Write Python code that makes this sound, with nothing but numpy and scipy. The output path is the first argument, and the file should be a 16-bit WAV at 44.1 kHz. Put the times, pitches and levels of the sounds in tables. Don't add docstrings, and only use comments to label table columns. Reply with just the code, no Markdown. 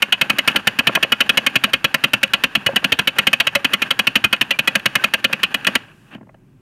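import sys
import numpy as np
from scipy import signal
from scipy.fft import rfft, irfft
from scipy.io import wavfile
from scipy.ndimage import uniform_filter1d, minimum_filter1d

SR = 44100
rng = np.random.default_rng(int(sys.argv[2]) if len(sys.argv) > 2 else 0)


def generate_wav(signal):
    frames = np.transpose(np.atleast_2d(signal))
    scaled = np.clip(frames, -1, 1) * 32767
    pcm = np.round(scaled).astype(np.int16)
    wavfile.write(sys.argv[1], SR, pcm)


N = 291487

# f/Hz, relative level/dB
ROOM_TONE_SPECTRUM = [(15, -65.5), (25, -12.5), (69, -12), (86, -19), (106, 0), (394, -16), (438, -25.5),
                      (2630, -39), (4150, -50.5), (15000, -54)]
# f/Hz, relative level/dB
FILM_HISS_SPECTRUM = [(3400, -12), (3800, -1), (4100, -5), (4550, -2.5), (5200, -8.5), (6200, -9),
                      (7150, -8.5), (7900, -20.5), (9350, -7.5), (10300, -17.5), (11500, -13),
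                      (14000, -18.5), (16000, -26.5)]
# t/s, level/dB
FILM_DRAG = [(0, -35.5), (0.16, -36.5), (0.3, -35.5), (0.44, -31), (0.53, -28.5), (0.63, -36), (1.53, -35),
             (1.95, -38.5), (2.35, -38.5), (2.65, -33.5), (3.4, -39.5), (3.74, -35), (4.22, -38.5),
             (4.6, -38), (5.01, -34.5), (5.13, -39), (5.5, -36), (5.72, -32.5)]
# t/s, level/dB, f/Hz, width/Hz
PLASTIC_PINGS = [(1.675, -33.5, 653, 22), (2.689, -20, 548, 36), (3.559, -20, 560, 26),
                 (4.535, -26.5, 2370, 32), (4.995, -28, 1540, 40)]
# t/s, level/dB
MECHANISM_TICKS = [(0.516, -33), (2.277, -34), (2.794, -48), (2.97, -46), (4.364, -33), (4.796, -29),
                   (5.647, -18.5), (6.148, -42), (6.343, -61)]
# t/s, level/dB, low-pass f/Hz, hollow share/dB
CASE_KNOCKS = [(0.332, -28, 500, 8), (0.549, -25, 1210, -2), (0.805, -27, 1090, -10), (.892, -19, 1400, 1),
               (0.971, -17.5, 1400, -11.5), (1.044, -25, 900, -28), (2.569, -24.5, 300, 18),
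               (2.688, -23.5, 1210, -19), (2.732, -27, 900, 2), (2.827, -33, 1200, -1),
               (5.296, -30.5, 1500, -8), (5.682, -22, 894, -3), (6.150, -29.5, 1000, 13),
               (6.18, -41, 600, 5), (6.21, -38, 900, 8.5), (6.228, -41, 803, 7), (6.269, -46, 700, 5),
               (6.291, -43.5, 1400, -1), (6.343, -45, 1290, 4)]
# t/s, base level/dB, extra shell ring/dB, extra case thump/dB
CLAW_STROKES = [(0.0217, -14.5, 3, -15), (0.1232, -16, 6.5, -17), (0.2126, -14, 2.5, -12),
                (0.298, -14.5, 2.5, -8.5), (0.3849, -15, 1.0, -12.5), (0.4762, -12.5, 2.0, -10.5),
                (0.5595, -15, 2.5, -9.5), (0.6714, -12, 0, -9.5), (0.7886, -14.5, 3.5, -4.5),
                (0.8702, -13, 3.5, -7.5), (0.9515, -14, 0.5, -12), (1.0274, -16.0, 4.5, -10.5),
                (1.1206, -13, 5.5, -9.5), (1.205, -13.5, 3.5, -12.5), (1.293, -13.5, 4.5, -11),
                (1.373, -12, 2.0, -11), (1.4646, -14.5, 2, -10.5), (1.556, -14.0, 3.5, -7.5),
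                (1.638, -14.5, 2.5, -5.5), (1.7339, -15.0, 4, -10), (1.8436, -13.5, 2.5, -8),
                (1.9426, -12.5, -2.5, -10), (2.0389, -14.5, 4, -7), (2.1342, -14, 3.0, -7.5),
                (2.231, -13.5, 2.5, -11), (2.3351, -13, 5.0, -14.5), (2.4375, -14.5, 3, -8),
                (2.5515, -17, 5.0, -9.5), (2.6631, -15.5, 3, -8), (2.7601, -15.0, 3.5, -7),
                (2.8429, -17, 3.5, -3.5), (2.9209, -15.5, 4.5, -7.5), (2.9895, -15.5, 1.0, -6.5),
                (3.0735, -16, 4.0, -9), (3.185, -12.0, 1, -12.5), (3.2695, -13.5, 3.5, -8),
                (3.3311, -14.5, 5.5, -12), (3.401, -15.5, 4, -18.5), (3.469, -17, 4.0, -15.5),
                (3.5515, -13.5, -0.5, -10.5), (3.6457, -14.5, 2.5, -7), (3.7341, -15.0, 2, -8.5),
                (3.819, -18.5, 4.5, -10.5), (3.9065, -16.5, 3.5, -15), (3.9914, -14.5, 1.5, -10.0),
                (4.07, -15.0, 5.5, -8), (4.1553, -13.5, 4, -6), (4.2409, -15, 5.5, -6),
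                (4.3274, -15, 3.0, -11.5), (4.4116, -16.5, 5, -7.5), (4.5072, -17.0, 3.5, -15),
                (4.589, -18.0, 5.5, -7), (4.675, -14.5, 3, -11), (4.7535, -13.5, -0.5, -8.5),
                (4.8574, -13.5, -0.5, -10.5), (4.954, -12.0, -1.5, -13.5), (5.0392, -14.5, 3, -11.5),
                (5.137, -14, 0, -14), (5.2429, -15.5, 4, -7), (5.3281, -19.0, 3.5, -7.5),
                (5.4321, -16, 4.5, -13), (5.543, -18.5, 3, -8.5), (5.6685, -13.5, 1, -11),
                (5.7533, -13.5, -1.5, -8)]
# f/Hz, width/Hz, level/dB
GATE_MODES = [(217.5, 93, 2), (615, 110, -4), (787, 130, -2), (1142, 270, -2), (1380, 150, -0.5),
              (1555, 140, 5.5), (1770, 360, 0.5), (2280, 150, -2), (2620, 170, 3), (2915, 130, 3.5),
              (3200, 420, -4.5)]
# f/Hz, width/Hz, level/dB
CASE_MODES = [(62, 27, -15.5), (140.8, 36, -3), (193, 35.5, 2), (233, 52.3, 4), (326, 203, -12)]
# f/Hz, width/Hz, level/dB
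PANEL_MODES = [(434, 190, -9.5), (541.3, 40, 1), (643, 63, -2), (735, 65, -4), (884, 190, -4.5),
               (1095, 86, 0.5), (1220, 140, -8.5)]
# f/Hz, width/Hz, level/dB
WALL_MODES = [(1125, 130, -11.5), (1391, 61, -1.5), (1626, 60, -1.5), (1776, 101, -1.5), (2007, 71, -2),
              (2182, 65, -0.5)]
# f/Hz, width/Hz, level/dB
SHELL_MODES = [(2399, 80, -2.5), (2494, 70, 5.5), (2586, 63, 3.5), (2690, 124, 3.5), (2802, 184, -2),
               (2914, 84, 6.5), (3020, 227, 2), (3263, 174, 0), (3408, 334, -9), (3843, 165, -9),
               (4214, 160, -15.5), (4600, 140, -19.5)]
# f/Hz, width/Hz, level/dB
SLAP_MODES = [(1700, 750, 0)]
# f/Hz, width/Hz, level/dB
CLAW_MODES = [(4510, 350, 14), (5850, 490, 9.5), (6570, 157, 11.5), (7020, 460, 6), (8375, 700, 7),
              (9270, 750, 7.5), (11240, 940, 5.5), (12250, 770, 7), (12850, 550, -2), (13200, 690, 4.5)]

BLOW_AGE_S = np.arange(6144) / SR
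STOP_S = 5.74


def from_db(db):
    return 10 ** (np.asarray(db) / 20)


def rms_one(x):
    return x / np.sqrt(np.mean(x ** 2) + 1e-20)


def drift(per_s):
    knots = rng.standard_normal(4000)
    return rms_one(np.interp(np.arange(N) / SR * per_s, np.arange(len(knots)), knots))


def coloured_noise(spectrum):
    hz, db = np.transpose(spectrum)
    grid_hz = np.maximum(np.fft.rfftfreq(N, 1 / SR), 1)
    gain = from_db(np.interp(np.log(grid_hz), np.log(hz), db))
    return rms_one(irfft(rfft(rng.standard_normal(N)) * gain, N))


def soften(x, hz, kind="low"):
    return signal.sosfilt(signal.butter(2, min(hz, .45 * SR), kind, fs=SR, output="sos"), x)


def resonate(force, modes):
    out = 0
    for k, (hz, width, db) in enumerate(modes):
        radius = np.exp(-np.pi * width / SR)
        poles = [1, -2 * radius * np.cos(2 * np.pi * hz / SR), radius ** 2]
        gain = (-1) ** k * from_db(db) * (1 - radius ** 2) / 2
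        out = out + gain * signal.lfilter([1, 0, -1], poles, force + 1e-18)
    return out


def ring_loosely(force, modes, detune, uneven_db):
    hz, width, db = np.transpose(modes)
    chance = rng.standard_normal((len(force), 2, len(modes)))
    return np.array([resonate(row, zip(hz * (1 + detune * shift), width, db + uneven_db * weight))
                     for row, (shift, weight) in zip(force, chance)])


def rattle(stretch, hold_s, decay_s, per_s, strike, seat, seat_s):
    count = len(stretch)
    age = BLOW_AGE_S / np.clip(stretch, .5, 1.6)[:, None]
    contacts = rng.standard_normal(age.shape) * (rng.random(age.shape) < per_s / SR)
    force = contacts * np.exp(-np.maximum(age - hold_s, 0) / decay_s)
    force /= np.sqrt(np.sum(force ** 2, axis=1, keepdims=True)) + 1e-9
    seated_at = (seat_s * np.exp(rng.normal(0, .15, count)) * SR).astype(int)
    force[:, 0] += strike
    force[np.arange(count), seated_at] -= seat
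    return force


def place(blows, times, levels_db):
    out = np.zeros(N + len(BLOW_AGE_S))
    for blow, s, db in zip(blows, times, levels_db):
        at = max(round(s * SR), 0)
        out[at:at + len(blow)] += blow * from_db(db) * np.sqrt(.01 * SR / np.sum(blow ** 2))
    return out[:N]


def room_tone():
    return from_db(-50) * coloured_noise(ROOM_TONE_SPECTRUM)


def room_tail(x, treble_t60_s, treble_db, bass_t60_s, bass_db, bass_hz):
    age = np.arange(SR // 2) / SR
    treble, bass = rng.standard_normal((2, len(age))) * (age > .008)
    treble *= from_db(-60 * age / treble_t60_s)
    bass *= from_db(-60 * age / bass_t60_s)
    tail = from_db(treble_db) * soften(treble / np.linalg.norm(treble), 7000)
    tail += from_db(bass_db) * soften(bass / np.linalg.norm(bass), bass_hz)
    return signal.fftconvolve(x, tail)[:N]


def sliding_friction(t):
    usual_frames_per_s, db_per_doubling, coast_db_per_s = 12.6, 4, 133
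    creep_s, rise_db_per_s, fall_db_per_s = 6.14, 402, 620
    stroke_s = np.transpose(CLAW_STROKES)[0]
    frames_per_s = np.interp(t, (stroke_s[1:] + stroke_s[:-1]) / 2, 1 / np.diff(stroke_s))
    cranked_db = np.interp(t, *np.transpose(FILM_DRAG)) + .85 * drift(per_s=13)
    cranked_db += db_per_doubling * np.log2(frames_per_s / usual_frames_per_s)
    cranked_db -= coast_db_per_s * np.maximum(t - STOP_S, 0)
    creep_db = -38 - np.maximum(rise_db_per_s * (creep_s - t), fall_db_per_s * (t - creep_s))
    return from_db(cranked_db) + from_db(creep_db)


def film_rub():
    rest_s, catches_per_s = 6.15, 350
    t = np.arange(N) / SR
    reel_motion = from_db(np.interp(t, [rest_s, rest_s + .03], [0, -11.5]))
    idle_rub = from_db(-63) * reel_motion
    friction = (sliding_friction(t) + idle_rub) * from_db(2.64 * drift(per_s=60))
    catches = rng.standard_normal(N) * (rng.random(N) < catches_per_s / SR)
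    rub = rng.standard_normal(N) + .4 * rms_one(catches)
    gate = soften(resonate(rub, GATE_MODES), 90, "high")
    gate = rms_one(soften(soften(gate, 2900), 4200))
    hiss_db = np.interp(t, [STOP_S, STOP_S + .15], [-18.5, -27])
    hiss = from_db(hiss_db) * coloured_noise(FILM_HISS_SPECTRUM)
    rustle = from_db(-65) * reel_motion * rms_one(soften(rng.standard_normal(N), 11500))
    return friction * (gate + hiss) + rustle


def plastic_pings():
    times, db, hz, width = np.transpose(PLASTIC_PINGS)
    swell = 1 - np.exp(-BLOW_AGE_S / .0033)
    decay = np.exp(-np.pi * width[:, None] * BLOW_AGE_S)
    return place(swell * decay * np.sin(2 * np.pi * hz[:, None] * BLOW_AGE_S), times, db)


def mechanism_ticks():
    times, db = np.transpose(MECHANISM_TICKS)
    force = rattle(np.ones(len(times)), hold_s=.00061, decay_s=.0015, per_s=3000,
                   strike=.79, seat=.2, seat_s=.0016)
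    ring = resonate(force, WALL_MODES + SHELL_MODES) + from_db(-32.5) * resonate(force, CLAW_MODES)
    return place(ring, times, db)


def case_knocks():
    times, db, cutoff_hz, hollow_db = np.transpose(CASE_KNOCKS)
    force = rattle(np.ones(len(times)), hold_s=.0015, decay_s=.0011, per_s=2900,
                   strike=.92, seat=.26, seat_s=.0017)
    force = np.array([soften(row, hz) for row, hz in zip(force, cutoff_hz)])
    hollow = from_db(hollow_db)[:, None] * resonate(force, CASE_MODES)
    upper = from_db(1) * resonate(force, WALL_MODES) + from_db(-6.5) * resonate(force, SHELL_MODES)
    return place(soften(resonate(force, PANEL_MODES) + hollow + upper, 2600), times, db)


def claw_snaps():
    times, db, ring_db, thump_db = np.transpose(CLAW_STROKES)
    usual_ring_db, stretch_per_db = 3, .03
    stretch = np.exp(stretch_per_db * (ring_db - usual_ring_db) + .08 * rng.standard_normal(len(times)))
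    touch = rattle(stretch, hold_s=.0003, decay_s=.00035, per_s=4200, strike=3, seat=1.4, seat_s=.0039)
    slap = place(soften(resonate(touch, SLAP_MODES), 3200), times - .0003, db - 7.5)

    chatter = rattle(stretch, hold_s=.0041, decay_s=.0053, per_s=5000, strike=.55, seat=.41, seat_s=.0031)
    shell = ring_loosely(chatter, SHELL_MODES, detune=.0042, uneven_db=1.36)
    shell = place(soften(shell, 1300, "high"), times, db + ring_db + 2.5)
    walls = ring_loosely(chatter, WALL_MODES, detune=.012, uneven_db=1.75)
    walls = place(soften(soften(walls, 560, "high"), 4000), times, db - .08)

    shove = rattle(stretch, hold_s=.0034, decay_s=.0094, per_s=3000, strike=.75, seat=.83, seat_s=.0028)
    thump = ring_loosely(shove, CASE_MODES, detune=.067, uneven_db=1.3)
    thump = place(soften(soften(thump, 700), 44, "high"), times, db + thump_db - 1)
    panels = place(ring_loosely(shove, PANEL_MODES, detune=.016, uneven_db=2.5), times, db - 8.5)

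    spray = rattle(stretch, hold_s=.0044, decay_s=.0037, per_s=10000, strike=.21, seat=.4, seat_s=.0048)
    crack = place(soften(resonate(spray, CLAW_MODES), 3200, "high"), times, db - 8.5)
    return slap + shell + walls + thump + panels + crack


def scene():
    projector = claw_snaps() + case_knocks() + mechanism_ticks() + plastic_pings() + film_rub()
    tail = room_tail(projector, treble_t60_s=.25, treble_db=-25,
                     bass_t60_s=.14, bass_db=-13.5, bass_hz=350)
    return (projector + tail + room_tone())[None]


def record(dry):
    ceiling, span_samples, cutoff_hz = .97, 65, 15800
    needed_gain = np.minimum(1, ceiling / (np.abs(dry) + 1e-9))
    gain = uniform_filter1d(minimum_filter1d(needed_gain, span_samples), span_samples)
    return signal.sosfilt(signal.ellip(10, .1, 80, cutoff_hz, fs=SR, output="sos"), dry * gain)


dry = scene()
out = record(dry)
generate_wav(out)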